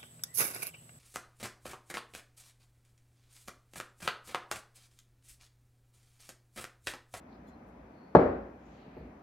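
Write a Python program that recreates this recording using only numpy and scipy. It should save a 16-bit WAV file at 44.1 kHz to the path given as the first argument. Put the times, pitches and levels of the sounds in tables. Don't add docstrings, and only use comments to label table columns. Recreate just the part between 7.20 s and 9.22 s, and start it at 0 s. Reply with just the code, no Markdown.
import sys
import numpy as np
from scipy import signal
from scipy.io import wavfile
from scipy.ndimage import uniform_filter1d

SR = 44100
rng = np.random.default_rng(int(sys.argv[2]) if len(sys.argv) > 2 else 0)


def dump_mix(stems):
    frames = np.atleast_2d(stems).T
    limited = np.clip(frames, -1, 1)
    pcm = np.round(limited * 32767).astype(np.int16)
    wavfile.write(sys.argv[1], SR, pcm)


N = 89170
T = np.arange(N) / SR

# frequency in Hz, correlation (limited to about 1 in use).
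COHERENCE = [(60, 2.8), (170, 1.6), (300, 0.97), (520, 0.48), (900, 0.14), (2500, 0), (5000, 0.42),
             (8000, -1), (13000, -0.45)]


def from_db(db):
    return 10 ** (np.asarray(db) / 20)


def at_hz(points, hz):
    frequencies, values = np.array(points).T
    return np.interp(np.log(hz), np.log(frequencies), values)


def pan(db):
    return from_db(np.array([[db], [-db]]) / 2)


def delay(channels, seconds):
    return np.array([np.interp(T - seconds, T, channel, left=0) for channel in channels])


def excite(force, response):
    return signal.fftconvolve(np.atleast_2d(force), response, axes=1)[:, :N]


def rise(seconds):
    return 1 - np.exp(-T / seconds)


def decay(t60):
    return np.exp(-np.minimum(np.log(1000) * T / t60, 40))


def evened(band, window_s=.04):
    running_power = uniform_filter1d(np.mean(band ** 2, axis=0), size=int(window_s * SR))
    return band * np.sqrt(np.mean(band ** 2) / running_power)


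def partly_coherent(mid, side, correlation):
    return np.sqrt(1 + correlation) * mid + np.sqrt(1 - correlation) * side * [[1], [-1]]


def banded_noise(spectrum, t60s=None):
    # frequency in Hz, left minus right in dB.
    balance = [(150, -0.5), (330, 0), (740, 2.5), (2200, 4.5), (4500, 0), (12000, 0.5)]
    edges = 20 * 2 ** (np.arange(30) / 3)
    white = rng.standard_normal((2, 2, N + SR // 2))
    out, power = 0, 0
    for k, (low, high) in enumerate(zip(edges, edges[1:])):
        bandpass = signal.butter(3, [low, high], "band", fs=SR, output="sos")
        mid, side = signal.sosfilt(bandpass, white[k % 2])[:, -N:]
        hz = np.sqrt(low * high)
        correlation = np.clip(at_hz(COHERENCE, hz), -1, .997)
        gain = from_db(at_hz(spectrum, hz))
        band = gain * pan(at_hz(balance, hz)) * partly_coherent(mid, side, correlation)
        out += evened(band) * decay(at_hz(t60s, hz)) if t60s else band
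        power += gain ** 2 * (high - low) * 2 / SR
    return out / np.sqrt(power)


def ringing(modes, rise_cycles=.68):
    return sum(from_db(db) * pan(side_db) * np.sin(2 * np.pi * hz * T)
               * decay(t60) * rise(rise_cycles / hz) for hz, db, t60, side_db in modes)


def room_hush(level_db=-56.5):
    # frequency in Hz, relative spectral density in dB.
    spectrum = [(30, -10), (57, -2.5), (115, -9.5), (240, 1.5), (400, -10), (700, -8), (1100, -15.5),
                (2250, -25), (2900, -35), (4500, -41.5), (6500, -43), (8800, -50), (12000, -45),
                (15500, -51.5)]
    return from_db(level_db) * banded_noise(spectrum)


def room_boom(hz=56, level_db=-65.5):
    resonance = signal.butter(2, [hz * .94, hz * 1.06], "band", fs=SR, output="sos")
    noise = signal.sosfilt(resonance, rng.standard_normal(N + SR))[-N:]
    return from_db(level_db) * noise / noise.std()


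def rustles(uneven_db=1):
    # centre time and length in seconds, level in dB, lower and upper band edge in Hz.
    rubs = [(0.138, 0.088, -76, 3470, 5170), (.285, .03, -73, 9800, 15000), (0.292, .05, -78, 3320, 7600),
            (0.307, 0.1, -80, 4040, 4250), (0.488, 0.048, -83, 4000, 15000), (.83, 0.22, -79.5, 4200, 4590),
            (0.959, .003, -55.5, 2770, 5200), (1.52, 0.22, -80.5, 5200, 7200),
            (1.604, 0.23, -76.5, 3620, 4700), (1.61, 0.37, -69.5, 1360, 3200),
            (1.785, 0.2, -81, 3700, 4800), (1.807, 0.27, -67.5, 1490, 2570),
            (1.78, 0.06, -81, 12000, 15400), (1.817, 0.11, -50.5, 49.5, 79), (1.862, 0.078, -51, 195, 298)]
    out = 0
    for centre, length, db, low, high in rubs:
        bandpass = signal.butter(3, [low, high], "band", fs=SR, output="sos")
        mid, side = signal.sosfilt(bandpass, rng.standard_normal((2, N)))
        noise = partly_coherent(mid, side, np.clip(at_hz(COHERENCE, low), -1, 1))
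        grip = uniform_filter1d(rng.standard_normal(N), size=500)
        swell = np.exp(-(2 * (T - centre) / length) ** 2)
        out += from_db(db + uneven_db * grip / grip.std()) * swell * noise / noise.std()
    return out


def finger_ticks():
    # start in seconds, level in dB, frequency in Hz, t60 and rise time in seconds.
    touches = [(.128, -53.5, 4200, 0.0092, .0003), (0.267, -67, 4100, 0.083, .012),
               (0.277, -64.5, 3430, 0.078, .006), (0.279, -61.5, 7080, 0.063, 0.0088),
               (0.334, -65.5, 4120, 0.064, .003)]
    return sum(delay(ringing([(hz, db, t60, 0)]) * rise(rise_s), start)
               for start, db, hz, t60, rise_s in touches)


def contact_force(contacts):
    force = np.zeros(N)
    for start, db, cutoff_hz in contacts:
        impulse = np.full(N, 1e-18)
        impulse[int(start * SR)] = from_db(db)
        force += signal.sosfilt(signal.butter(2, cutoff_hz, fs=SR, output="sos"), impulse)
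    return force


def set_down_force():
    # start in seconds, strength in dB, cutoff in Hz.
    contacts = [(.9498, -27, 2400), (.9505, 3, 1500), (.9559, -16, 1180), (.9669, -11.4, 1980)]
    return contact_force(contacts)


def knocks(force, right_lag_s=.00008):
    # frequency in Hz, level in dB, t60 in seconds, left minus right in dB.
    board_modes = [(190, -25.5, 0.12, -2), (285, -16, 0.11, 1), (381.7, -4, 0.031, 0.5),
                   (448, -7, 0.064, -3.5), (569, -14.5, .074, -6.5), (617.7, -12.5, 0.1, 1),
                   (687, -2, 0.023, 4), (843, -9, 0.053, 3.5), (891, -23.5, .09, 2.5),
                   (986, -7.5, 0.02, 5.5), (1077, -22.5, 0.049, 12.5), (1348, -14, 0.021, 1)]
    mug_modes = [(1626, -25.5, .085, 7), (1746, -36.5, 0.17, 10.5), (2038, -44, .45, 7.5),
                 (2204, -41, .15, 8), (2835, -50, .1, -2), (3040, -37, 0.059, 4), (3400, -49.5, .14, 2),
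                 (4150, -33.5, 0.093, 4.5), (4780, -41.5, .05, 3.5)]
    # frequency in Hz, relative spectral density in dB.
    wood_spectrum = [(100, -44.5), (350, -27), (950, 12.5), (1550, -6), (2200, -7.5), (2900, -18),
                     (4200, -11), (7500, -22), (11000, -9.5), (14000, -11.5)]
    glaze_spectrum = [(2500, -10), (4200, -10), (7500, -5.5), (11000, -2), (15000, 2)]
    crack = from_db(-24.5) * banded_noise(wood_spectrum) * decay(t60=.2) * rise(seconds=.0053)
    click = from_db(-19) * banded_noise(glaze_spectrum) * decay(t60=.022)
    left, right = ringing(board_modes) + ringing(mug_modes)
    ring = np.vstack([left, delay([right], right_lag_s)])
    return excite(force, ring + crack + click)


def slab_thud(force):
    # frequency in Hz, level in dB, t60 in seconds, left minus right in dB.
    slab_modes = [(105.5, -18, 0.054, 1), (161.8, -8, 0.049, 0)]
    return delay(excite(force, ringing(slab_modes)), seconds=.0133)


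def reverberation(force):
    # frequency in Hz, relative spectral density in dB.
    spectrum = [(50, -18.5), (120, -21.5), (190, -12.5), (260, -8.5), (430, -4.5), (600, -4), (850, -15.5),
                (1400, -19), (2100, -24), (3000, -35.5), (4300, -34.5), (6000, -35.5), (9000, -34),
                (13000, -30)]
    # frequency in Hz, level in dB, left minus right in dB.
    room_modes = [(59.6, -43.5, -1.5), (87.4, -36.5, 0), (170.4, -40, -1.7), (216.7, -38, 1.5),
                  (262, -29.5, -2.5), (354, -35, -0.5), (383, -36.5, 4), (409, -42.1, 4), (418, -36, 0.1),
                  (459.8, -24, 0.7), (500, -31, 4), (610, -37, 3), (711, -39, -2.5), (829, -35.5, 7)]
    # frequency in Hz, t60 in seconds.
    diffuse_t60 = [(60, 0.94), (200, 0.66), (500, 0.55), (1200, 0.64), (2500, 0.65), (6000, 0.52),
                   (14000, 0.28)]
    mode_t60 = [(58, .8), (170, .55), (450, .45), (840, .42)]
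    diffuse = from_db(-23.5) * banded_noise(spectrum, diffuse_t60) * rise(seconds=.02)
    standing = ringing([(hz, db, at_hz(mode_t60, hz), side_db) for hz, db, side_db in room_modes])
    return delay(excite(force, diffuse), seconds=.016) + delay(excite(force, standing), seconds=.036)


def pick_up_force():
    # start in seconds, strength in dB, cutoff in Hz.
    bumps = [(1.664, -27.5, 210), (1.7675, -28, 400), (1.7755, -30.5, 336), (1.807, -23.5, 150),
             (1.832, -48, 396), (1.879, -35, 292)]
    return contact_force(bumps)


def scene():
    force = set_down_force() + pick_up_force()
    impacts = knocks(force) + slab_thud(force) + reverberation(force)
    return impacts + room_hush() + rustles() + finger_ticks() + room_boom()


def record(dry):
    low_cut_hz, top_hz = 49.2, 15700
    thinned = signal.sosfilt(signal.butter(6, low_cut_hz, "high", fs=SR, output="sos"), dry)
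    rounded = thinned / (1 + thinned ** 10) ** (1 / 10)
    return signal.sosfilt(signal.cheby2(12, 70, top_hz * 1.08, fs=SR, output="sos"), rounded)


dry = scene()
out = record(dry)
dump_mix(out)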